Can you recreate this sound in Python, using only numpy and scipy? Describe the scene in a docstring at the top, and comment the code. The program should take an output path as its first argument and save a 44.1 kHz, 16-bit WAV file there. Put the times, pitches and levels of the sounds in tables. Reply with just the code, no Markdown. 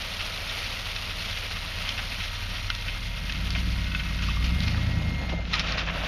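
"""Crushed stone clatters out from under a dump truck's tailgate, a few metres away outdoors.
The flow thins, then a last load breaks loose; random contacts ring short modes over a hiss of grit.
Behind it a V8 idles, then revs twice to creep forward: harmonics of the engine cycle and puffs of noise.
A thin squeal of wavering sine partials comes up; steel parts clank as sums of damped sines."""
import sys
import numpy as np
from scipy import signal
from scipy.fft import rfft, irfft, next_fast_len
from scipy.io import wavfile

SR = 44100
rng = np.random.default_rng(int(sys.argv[2]) if len(sys.argv) > 2 else 0)


def to_wav(sig):
    """Store sig (one row per channel, or 1-D mono) as 16-bit WAV at the path in sys.argv[1].

    Samples outside -1..1 are clipped; the rate is SR.
    """
    pcm = np.clip(np.atleast_2d(sig), -1, 1) * 32767
    pcm = np.round(pcm).astype(np.int16)
    wavfile.write(sys.argv[1], SR, pcm.T)  # frames by channels


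N = 267687

# stone running under the tailgate: t/s, flow level/dB
STONE_FLOW = [(0, 0.6), (1.9, -0.6), (2.6, -2.1), (3.1, -4), (4.13, -3.5), (4.3, -3), (4.55, -5), (4.8, -4),
              (5.2, -7.5), (5.45, -11.5), (5.54, -0.5), (5.85, -6), (6.07, -1.5)]
# modes of the steel tailgate: f/Hz, width/Hz, relative level/dB
TAILGATE_MODES = [(330, 40, -21), (1490, 17, -4), (2104, 42, -2), (2602, 39, 4.5), (3107, 42, -2.5)]


def from_db(db):
    """Decibels to gain."""
    return 10 ** (np.asarray(db) / 20)


def rms_one(x):
    """Scale to unit power."""
    return x / np.sqrt(np.mean(x ** 2) + 1e-20)


def in_time(rows):
    """Each column of a curve at every sample."""
    s, *columns = np.transpose(rows)
    return [np.interp(np.arange(N) / SR, s, c) for c in columns]


def at_hz(points, hz):
    """Read a spectrum on a log-frequency axis."""
    f, db = np.transpose(points)
    return np.interp(np.log(np.maximum(hz, 1)), np.log(f), db)


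def drift(rate):
    """Slow random wander with spread 1: low-passed noise, made at 1/40 of the sample rate."""
    step, settle = 40, 2000
    r = np.exp(-2 * step * np.pi * rate / SR)
    noise = rng.standard_normal(N // step + settle + 2)
    slow = rms_one(signal.lfilter([1], [1, -2 * r, r * r], noise)[settle:])
    return np.interp(np.arange(N) / step, np.arange(len(slow)), slow)


def colour(x, spectrum):
    """Causal (minimum-phase) filter with the given spectrum, by folding its cepstrum."""
    size = 2 * next_fast_len(len(x))
    gain = from_db(at_hz(spectrum, np.fft.rfftfreq(size, 1 / SR)))
    cepstrum = irfft(np.log(gain))
    cepstrum[1:size // 2] *= 2
    cepstrum[size // 2 + 1:] = 0
    return irfft(rfft(x, size) * np.exp(rfft(cepstrum)))[:len(x)]


def resonate(x, hz, width):
    """One resonance with gain 1 at its top."""
    r = np.exp(-np.pi * width / SR)
    zeros = np.array([1, 0, -1]) * (1 - r * r) / 2
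    poles = [1, -2 * r * np.cos(2 * np.pi * hz / SR), r * r]
    return signal.lfilter(zeros, poles, x + 1e-18)


def impacts(per_s, spread_db, largest=6.2):
    """Random clicks: a positive spread makes a few large ones, a negative spread a few small ones."""
    born = np.flatnonzero(rng.random(N) < per_s / SR)
    sizes = rng.exponential(1, len(born))
    signs = rng.choice([-1, 1], len(born))
    clicks = np.zeros(N)
    clicks[born] = signs * from_db(spread_db * np.minimum(sizes, largest))
    return clicks


def engine(boom_db=0.0, idle_rumble_db=3.5, revved_rumble_db=0.0, flutter=0.17, throb=0.85):
    """Firing tone and side tones shift balance with speed; a turbulent growl grows with speed and load."""
    # engine speed: t/s, firings per s
    speed = [(0, 35.6), (2.25, 35.9), (2.74, 37.2), (2.94, 39.3), (3.13, 43), (3.3, 49.5), (3.57, 60.8),
             (3.68, 61), (3.9, 55.3), (4.05, 54.3), (4.35, 56.3), (4.5, 64), (4.63, 73.8), (4.8, 79.3),
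             (4.9, 81), (5.06, 77.2), (5.26, 64), (5.58, 53.6), (6.07, 53.7)]
    # engine load, heard as the boom of the firing tone: t/s, level/dB
    load = [(0, -42.5), (2.2, -38), (2.95, -34.5), (3.33, -33.5), (3.44, -30.5), (3.7, -27.5), (4.0, -32.5),
            (4.5, -24.5), (4.62, -29.5), (4.95, -30), (5.22, -32.5), (5.37, -30.5), (5.56, -35), (5.7, -33),
            (6.07, -34.5)]
    # the two banks fire unevenly, so harmonics of the engine cycle flank the firing tone
    # multiple of the cycle: idling level/dB, creeping level/dB, revved level/dB, all at the usual load
    exhaust_tones = {"3": (-62, -50, -47), "5": (-50.5, -40.5, -36), "6": (-64, -57, -54),
                     "7": (-50.5, -51.5, -56), "9": (-60, -60, -43), "10": (-59, -64, -46),
                     "11": (-46.5, -57, -35), "13": (-46.5, -40, -51), "14": (-52, -53, -48),
                     "16": (-43, -48, -39), "19": (-47, -61, -46), "20": (-52, -60, -52),
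                     "21": (-40.5, -47, -48), "24": (-47, -50, -55), "29": (-62, -54, -59)}
    # speeds of those three states: firings per s
    state_speeds = (36, 57, 74)
    # colour of the exhaust turbulence: f/Hz, level/dB
    rumble_colour = [(20, -64), (50, -36), (100, -15), (130, -2), (175, 3), (235, -2.5), (290, -5.5),
                     (380, -20.5), (600, -21.5), (1500, -97.5)]
    cylinders = 8
    usual_load_db, tones_follow_load = -34.5, 0.75
    silencer_hz, silencer_width_hz = 126, 12.4
    pipe_hz, pipe_width_hz, pipe_db = 174.5, 23, -1.5
    # reference point of the growl, before the rumble trim
    idle_firings, idle_load_db, idle_growl_db = 38.3, -41.5, -54.5
    growl_db_per_octave, growl_follows_load = 13.5, 0.22

    firings, = in_time(speed)
    boom, = in_time(load)
    angle = 2 * np.pi * np.cumsum(firings / cylinders) / SR
    tones = np.zeros(N)
    for name, levels in exhaust_tones.items():
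        k = int(name)
        # overtones of the firing tone keep step with it, so that each puff has a steep front
        phase = 2 * np.pi * rng.random() * (k % cylinders != 0)
        level = from_db(np.interp(firings, state_speeds, levels))
        tones += level * (1 + flutter * drift(2.4)) * np.sin(k * angle + phase)
    # the silencer cancels a narrow band
    tones -= resonate(tones, silencer_hz, silencer_width_hz)
    tones *= from_db(tones_follow_load * (boom - usual_load_db))

    # turbulent gas leaves in puffs, one a firing, and rings the exhaust pipe
    puffs = rng.standard_normal((2, N)) * (1 + throb * np.cos(cylinders * angle))
    pipe = resonate(resonate(puffs[1], pipe_hz, pipe_width_hz), pipe_hz, 2 * pipe_width_hz)
    rumble = rms_one(colour(puffs[0], rumble_colour)) + from_db(pipe_db) * rms_one(pipe)
    growl_db = idle_growl_db + growl_db_per_octave * np.log2(firings / idle_firings)
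    growl_db += growl_follows_load * (boom - idle_load_db)
    rumble_db = np.interp(firings, [firings.min(), firings.max()], [idle_rumble_db, revved_rumble_db])

    firing_tone = from_db(boom + boom_db) * np.sin(cylinders * angle)
    return np.sqrt(2) * (firing_tone + tones) + from_db(growl_db + rumble_db) * rumble


def squeal(swell_db=0.5, flicker_db=2.0, level_db=-0.5):
    """Thin metal squeal, perhaps a dragging brake: four voices swell in turn and waver."""
    # partials of each voice at full pitch: f/Hz, relative level/dB
    low = [(953.5, -55.5), (1324, -58.5), (1907, -49.5)]
    middle = [(2126, -41.5)]
    top = [(4252, -52.5), (6660, -66)]
    thin = [(5720, -57.5)]
    # each swell builds slowly, then dies fast: voice, loudest at t/s, relative level/dB, build/(dB per s)
    voice_swells = [("low", 2.9, -2.5, 0.83), ("low", 5.2, 2, 17), ("low", 5.12, 1, 3.1),
                    ("middle", 2.2, -9, 3.4), ("middle", 5.4, -1.8, 3), ("middle", 5.29, -4.5, 2.8),
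                    ("top", 2.76, 0, 0.86), ("top", 4.1, -1, 3.9), ("top", 5.33, -0.5, 6.3),
                    ("thin", 2.7, -1, 2), ("thin", 4.26, -1, 6)]
    # pitch creeps up as the truck moves off and sags as it stops: t/s, share of full pitch
    pitch_curve = [(0, .993), (2.6, .994), (3.8, .999), (4.4, .998), (5, 1.001), (5.25, .999), (5.42, .991),
                   (6.07, .98)]
    release_db_per_s = 99
    pitch_wander = 0.00062  # share of full pitch

    out, t = np.zeros(N), np.arange(N) / SR
    for name, partials in (("low", low), ("middle", middle), ("top", top), ("thin", thin)):
        level = np.max([db - np.maximum(build * (s - t), release_db_per_s * (t - s))
                        for voice, s, db, build in voice_swells if voice == name], axis=0)
        pitch, = in_time(pitch_curve)
        clock = np.cumsum(pitch + pitch_wander * drift(26.3)) / SR
        for hz, db in partials:
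            waver = swell_db * drift(4.5) + flicker_db * drift(9.8)
            out += from_db(level + db + waver) * np.sin(2 * np.pi * hz * clock)
    return from_db(level_db) * np.sqrt(2) * out


def yard(x, echo_db=-21.5):
    """Dull reflections from the ground and the truck body."""
    dull = signal.sosfilt(signal.butter(1, 4000, fs=SR, output="sos"), x)
    delays_s = (.0043, .0091, .017)
    echoes = sum(np.pad(dull, (int(s * SR), 0))[:N] for s in delays_s)
    return x + from_db(echo_db) * echoes


def clang(hits, modes, contact_s, uneven_db=-0.5):
    """Each blow sets every mode of a steel part ringing, with a strength of its own."""
    out, t = np.zeros(N + SR), np.arange(SR // 4) / SR
    for s, hit_db in hits:
        start = int(s * SR)
        for hz, width, db in modes:
            swing = np.sin(2 * np.pi * (hz * t + rng.random()))
            swing *= np.exp(-np.pi * width * t) * (1 - np.exp(-t / contact_s))
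            level_db = hit_db + db + uneven_db * rng.standard_normal()
            out[start:start + len(t)] += from_db(level_db) * swing
    return out[:N]


def steelwork(gate_db=3.5, clonk_db=7.5, hitch_db=2.0):
    """Damped modes of struck steel: the gate clanks, something hollow clonks, the hitch plate rings."""
    # the hanging tailgate clanks against the stone: t/s, relative level/dB
    gate_hits = [(3.552, -34.5), (3.83, -44), (3.866, -36.5), (3.9145, -36), (3.948, -34), (3.995, -32),
                 (4.063, -37.5), (4.188, -42), (4.222, -50), (4.296, -36)]
    # hollow clonks, perhaps the gate's hinge: t/s, relative level/dB
    clonk_hits = [(4.107, -34), (4.157, -41), (4.287, -23), (4.37, -27), (4.409, -33)]
    # their one mode: f/Hz, width/Hz, relative level/dB
    clonk_modes = [(1170, 116, 0)]
    # the last load strikes the steel hitch plate: t/s, relative level/dB
    plate_hits = [(5.534, -28.5), (5.54, -29.5), (5.597, -53), (5.722, -36), (5.78, -32.5)]
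    # modes of the hitch plate: f/Hz, width/Hz, relative level/dB
    plate_modes = [(1240, 28, 1), (1900, 47, 4.5), (2520, 60, 1.5), (2900, 56, -9), (3680, 30, -1),
                   (4090, 76, 7), (5100, 32, -3.5)]
    gate = clang(gate_hits, TAILGATE_MODES, contact_s=0.0015)
    clonks = clang(clonk_hits, clonk_modes, contact_s=0.0025)
    plate = clang(plate_hits, plate_modes, contact_s=0.00096)
    return from_db(gate_db) * gate + from_db(clonk_db) * clonks + from_db(hitch_db) * plate


def tailgate(hits, ring_db=2.5):
    """The loaded steel gate answers each hit with a damped ring."""
    ring = sum(from_db(db) * resonate(hits, hz, width) for hz, width, db in TAILGATE_MODES)
    return hits + from_db(ring_db) * ring


def clods(level_db=0.0, squash_s=0.0013, crumble_s=0.013):
    """A soft damp clod lands on the heap and crumbles: a short, dull burst of grains."""
    # clods thumping down: t/s, level/dB
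    thumps = [(5.207, -34.5), (5.224, -39), (5.28, -41), (5.32, -29.5), (5.335, -35.5), (5.386, -37)]
    # their colour: f/Hz, relative level/dB
    thump_colour = [(120, -26), (280, 2), (430, -4.5), (600, 2), (800, -0.5), (1050, -10), (2000, -21),
                    (5000, -53)]
    t = np.arange(N) / SR
    bursts = sum(from_db(db) * np.clip((t - s) / squash_s, 0, 1) * np.exp(-np.abs(t - s) / crumble_s)
                 for s, db in thumps)
    grains = rng.standard_normal(N)
    return from_db(level_db) * colour(grains * bursts, thump_colour) / np.std(colour(grains, thump_colour))


def snaps(level_db=0.0, chips_db=-18.0, chips_s=0.0036):
    """Hard stone strikes stone squarely: one bright contact, then a short spray of chips."""
    # square hits: t/s, peak level/dB
    square_hits = [(2.7502, -18), (3.5052, -16), (3.528, -29), (4.6046, -16.5), (5.534, -17), (5.5947, -24)]
    # colour of a snap: f/Hz, relative level/dB
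    snap_colour = [(600, -18), (2000, 0), (3800, 10), (5600, 2), (6800, -12), (7800, -25), (9000, -16.5),
                   (14000, -28)]
    out, t = np.zeros(N + SR), np.arange(SR // 16) / SR
    for s, db in square_hits:
        contact = t == 0
        chips = rng.standard_normal(len(t)) * np.exp(-t / chips_s)
        snap = colour(contact + from_db(chips_db) * chips, snap_colour)
        start = int(s * SR)
        out[start:start + len(t)] += from_db(db + level_db) * snap / np.max(np.abs(snap))
    return out[:N]


def struck(contacts, hz, sharpness=3.75, broad_db=-13, snap_power=7.0):
    """A few short modes around one pitch, plus the bare contact; high, hard hits have the most snap."""
    # how a struck stone or plate rings: multiple of its pitch, relative level/dB
    ring_modes = [(.56, 6), (1, 4), (1.22, 1), (1.65, -7)]
    # colour of stone on stone: f/Hz, level/dB
    stone_colour = [(300, -6.5), (700, -7.5), (1400, -4.5), (2700, 6), (4200, 11), (5600, 7.5), (6600, -7),
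                    (7700, -34), (10000, -16), (15000, -64)]
    rings = sum((-1) ** k * from_db(db) * resonate(contacts, hz * ratio, hz * ratio / sharpness)
                for k, (ratio, db) in enumerate(ring_modes))
    dull = signal.butter(2, min(2 * hz, .45 * SR), fs=SR, output="sos")
    bare = from_db(broad_db) * (hz / 2700) ** snap_power * contacts
    return colour(signal.sosfilt(dull, rings) + bare, stone_colour)


def clusters(level_db=-5.0, length_s=0.022, uneven_db=4.0, count=14):
    """The stones of a handful land one after another within a moment."""
    # handfuls landing: t/s, relative level/dB, pitch f/Hz
    handfuls = [(0.193, -28.5, 2500), (0.322, -35, 3050), (0.491, -30, 3000), (0.637, -35, 3300),
                (0.721, -35, 2700), (1.097, -33, 2800), (1.208, -35, 3320), (1.28, -33, 2800),
                (1.313, -32, 2900), (1.365, -32, 2700), (1.423, -33, 2370), (1.504, -32, 3320),
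                (1.554, -32.5, 2370), (1.85, -30.5, 2100), (2.2, -31, 2280), (2.227, -32, 2900),
                (2.347, -35.5, 2870), (2.553, -32, 2700), (2.708, -37, 2300), (2.879, -30, 2600),
                (3.345, -34, 2300), (3.556, -33, 2580), (3.94, -34, 2600), (4.002, -41, 2800),
                (4.222, -35.5, 3000), (4.298, -35, 2900), (4.665, -32.5, 3600), (4.707, -35.5, 3600),
                (4.81, -38, 3000), (4.922, -42, 3200), (5.541, -29.5, 3550), (5.599, -37.5, 4200),
                (5.664, -36, 3200), (5.684, -35, 3400), (5.774, -30, 3360), (5.795, -31, 2760),
                (5.868, -28.5, 1900), (5.885, -28, 1800)]
    out, size = np.zeros(N + SR), SR // 8
    for s, db, hz in handfuls:
        contacts = np.zeros(size)
        delays = length_s * (np.arange(count) + rng.random(count)) / count
        strengths = from_db(uneven_db * rng.standard_normal(count))
        contacts[(delays * SR).astype(int)] = rng.choice([-1, 1], count) * strengths
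        rattle = struck(contacts, hz)
        # same energy as a steady sound of unit power lasting length_s
        rattle *= np.sqrt(length_s * SR / np.sum(rattle ** 2))
        start = int(s * SR)
        out[start:start + size] += from_db(db + level_db) * rattle
    return out[:N]


def strays(spread_db=3.5, spread_octaves=0.56):
    """Lesser stones at random moments, as strong as the flow; rows like those of the big ones."""
    per_s, typical_hz = 12, 2590
    stray_crack_db, stray_scatter_db = -27, -37  # at 0 dB flow, before the trims in knocks
    flow, = in_time(STONE_FLOW)
    rows = []
    for i in np.flatnonzero(rng.random(N) < per_s / SR):
        crack, spray, pitch = rng.uniform(-1.09, 1, 3)
        rows.append((i / SR, stray_crack_db + flow[i] + spread_db * crack,
                     typical_hz * 2 ** (spread_octaves * pitch),
                     stray_scatter_db + flow[i] + spread_db * spray))
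    return rows


def knocks(crack_db=-3.0, crack_s=0.0021, scatter_db=-0.5, scatter_s=0.0083, build_s=0.0013,
           roughness_db=3.0):
    """A stone cracks against the heap or the steel and scatters smaller ones."""
    # the biggest stones landing: t/s, relative crack peak level/dB, pitch f/Hz, relative scatter level/dB
    big_stones = [(0.9622, -17.5, 3100, -33), (1.8903, -14, 2960, -33), (1.9775, -22, 2730, -26),
                  (1.9897, -21, 1740, -24), (2.7009, -9.5, 2480, -29.5), (3.2944, -26.5, 2590, -26.5),
                  (3.3223, -19, 3200, -43), (3.5504, -15, 2300, -31), (3.556, -30, 1200, -32),
                  (3.9482, -16, 2380, -37), (3.9952, -31, 2360, -28), (4.1874, -30, 2590, -31),
                  (4.2213, -27, 2590, -32), (4.4258, -22, 2120, -38), (4.6329, -33, 2230, -48),
                  (4.6798, -19, 3000, -43), (4.745, -22, 1380, -35), (4.778, -27, 1190, -35),
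                  (5.295, -21, 2280, -30.5), (5.4525, -25.5, 2430, -50), (5.533, -29, 2140, -32),
                  (5.5398, -11, 2820, -28), (5.595, -11, 4770, -24.5), (5.598, -20, 2350, -35),
                  (5.672, -29, 2960, -33), (5.7215, -15.5, 4040, -38), (5.779, -29, 2280, -35)]
    out, t = np.zeros(N + SR), np.arange(SR // 8) / SR
    for s, peak_db, hz, spray_db in list(big_stones) + strays():
        contact, small_stones, sizes = rng.standard_normal((3, len(t)))
        crack = struck(contact * np.exp(-t / crack_s), hz)
        crack /= np.max(np.abs(crack))
        spray = rms_one(struck(small_stones * from_db(roughness_db * sizes), hz))
        spray *= np.exp(-t / scatter_s) - np.exp(-t / build_s)
        start = int(s * SR)
        out[start:start + len(t)] += from_db(peak_db + crack_db) * crack + from_db(spray_db + scatter_db) * spray
    return out[:N]


def surges():
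    """Extra flow in dB: each slumping clump swells quickly, holds and drains away."""
    # clumps slump through the gap: t/s, swell level/dB
    slumps = [(1.869, 3.5), (2.201, 0.5), (3.281, 1), (3.55, 2), (4.215, 3.5), (4.262, 2), (4.3, 0.5),
              (4.437, 5), (4.611, 3.5), (4.669, 1.5), (4.75, 2.5), (5.285, 3), (5.527, 2), (5.585, 0),
              (5.662, 4), (5.772, 5), (5.865, 0.5), (6.03, 2)]
    rise_s, hold_s, fall_s = 0.0062, 0.026, 0.023
    t = np.arange(N) / SR
    total = np.zeros(N)
    for s, db in slumps:
        draining = np.maximum(t - s - rise_s - hold_s, 0)
        total += db * np.clip((t - s) / rise_s, 0, 1) * np.exp(-draining / fall_s)
    return total


def pour(heap_surge_share=0.25, grit_surge_share=0.29):
    """Levels in dB of the thudding, the coarse stones, the small stones and the grit; surges lift them all."""
    # dull thudding on the heap, before surges: t/s, relative level/dB
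    thudding = [(0, -46), (1.8, -47), (2.5, -50.5), (3.2, -51), (4.5, -50.5), (4.8, -45), (5.3, -44.5),
                (5.45, -47.5), (5.7, -41), (6.07, -39)]
    # hiss of fine grit, which runs out first, before surges: t/s, level/dB
    grit_hiss = [(0, -53), (1.2, -54), (2.1, -54.5), (3.1, -57.5), (4.5, -58), (5.2, -63.5), (5.42, -76),
                 (5.55, -67), (5.85, -73.5), (5.97, -60.5)]
    coarse_db, small_db = -41, -37  # at 0 dB flow
    coarse_follows = 0.66  # share of the flow's swing
    last_load_s, last_load_coarse_db = 5.53, 6.5  # the last load is coarser

    flow, = in_time(STONE_FLOW)
    heap, = in_time(thudding)
    grit, = in_time(grit_hiss)
    surge = surges()
    coarser = last_load_coarse_db * (np.arange(N) / SR > last_load_s)
    return (heap + heap_surge_share * surge,
            coarse_db + coarse_follows * flow + coarser + surge,
            small_db + flow + surge,
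            grit + grit_surge_share * surge)


def stones(hits, low_hz, high_hz, sharpness, count=20):
    """Each contact rings briefly at one of a row of pitches, dealt at random."""
    dealt = rng.integers(0, count, N)
    pitches = np.geomspace(low_hz, high_hz, count)
    return rms_one(sum(resonate(hits * (dealt == k), hz, hz / sharpness) for k, hz in enumerate(pitches)))


def on_steel(clatter):
    """Big surges spill onto the steel hitch plate, which adds a bright edge to the clatter."""
    plate_db, plate_hz, plate_width_hz = -9, 4640, 1100  # level at the biggest surge
    surge = surges()
    ring = resonate(clatter, plate_hz, plate_width_hz)
    return clatter + from_db(plate_db) * (surge / surge.max()) ** 2 * ring


def gravel(ticks_per_s=220, tick_spread_db=-4.0, ticks_db=-4.5, clump_db=2.0, heap_db=2.0):
    """Stone of all sizes lands in clumps; single near stones tick out of the rush and the heap thuds dully."""
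    # colours of the four layers: f/Hz, level/dB
    heap_colour = [(150, 1.5), (350, -7), (500, 0.5), (650, 3.5), (900, -3.5), (1200, -7.5), (2000, -3.5),
                   (5000, -45)]
    coarse_colour = [(500, -19), (900, -9), (1300, 0), (1700, -4), (2100, -4.5), (2800, 1.5), (4000, 0.5),
                     (7000, -58.5)]
    clatter_colour = [(500, -17), (1400, -17.5), (2100, -1.5), (2700, 0.5), (3500, -0.5), (4500, -2.5),
                      (5600, -8), (6500, -15), (7200, -20), (7800, -46), (16000, -60)]
    grit_colour = [(5000, -81), (7900, -14), (8500, 2.5), (9200, 7), (10000, -0.5), (10700, 8), (12000, 1),
                   (12700, 6), (14000, -2), (15200, -11), (17000, -15)]
    heap, coarse, small, grit = pour()
    clumps = from_db(clump_db * drift(22))
    fines = rms_one(impacts(12000 * clumps, spread_db=2.5))
    ticks = from_db(ticks_db) * rms_one(impacts(ticks_per_s * clumps, tick_spread_db, largest=0.68))

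    thuds = colour(impacts(3000 * clumps, spread_db=1.0), heap_colour)
    coarse_stones = stones(impacts(1800 * clumps, spread_db=-1.5), 867, 2620, sharpness=10.8)
    rattle = colour(coarse_stones + 1.1 * fines + ticks, coarse_colour)
    small_stones = stones(impacts(3000 * clumps, spread_db=2.0), 1904, 6770, sharpness=11.8)
    clatter = colour(small_stones + 1.3 * fines + 2 * ticks, clatter_colour)
    grains = rms_one(impacts(9000 * clumps, spread_db=3.0))
    hiss = colour(fines + 3.5 * grains, grit_colour)
    return (from_db(heap + heap_db) * rms_one(thuds) + from_db(coarse) * rms_one(rattle)
            + from_db(small) * on_steel(rms_one(clatter)) + from_db(grit) * rms_one(hiss))


def scene():
    """Truck and falling stone; the single hits also echo off the ground and the truck body."""
    hits = tailgate(knocks() + clusters()) + snaps() + steelwork()
    return (engine() + squeal() + clods() + yard(hits) + gravel())[None]


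def record(dry):
    """The top is cut steeply above 15 kHz."""
    return signal.sosfilt(signal.ellip(10, .1, 80, 15000, fs=SR, output="sos"), dry)


dry = scene()
out = record(dry)
to_wav(out)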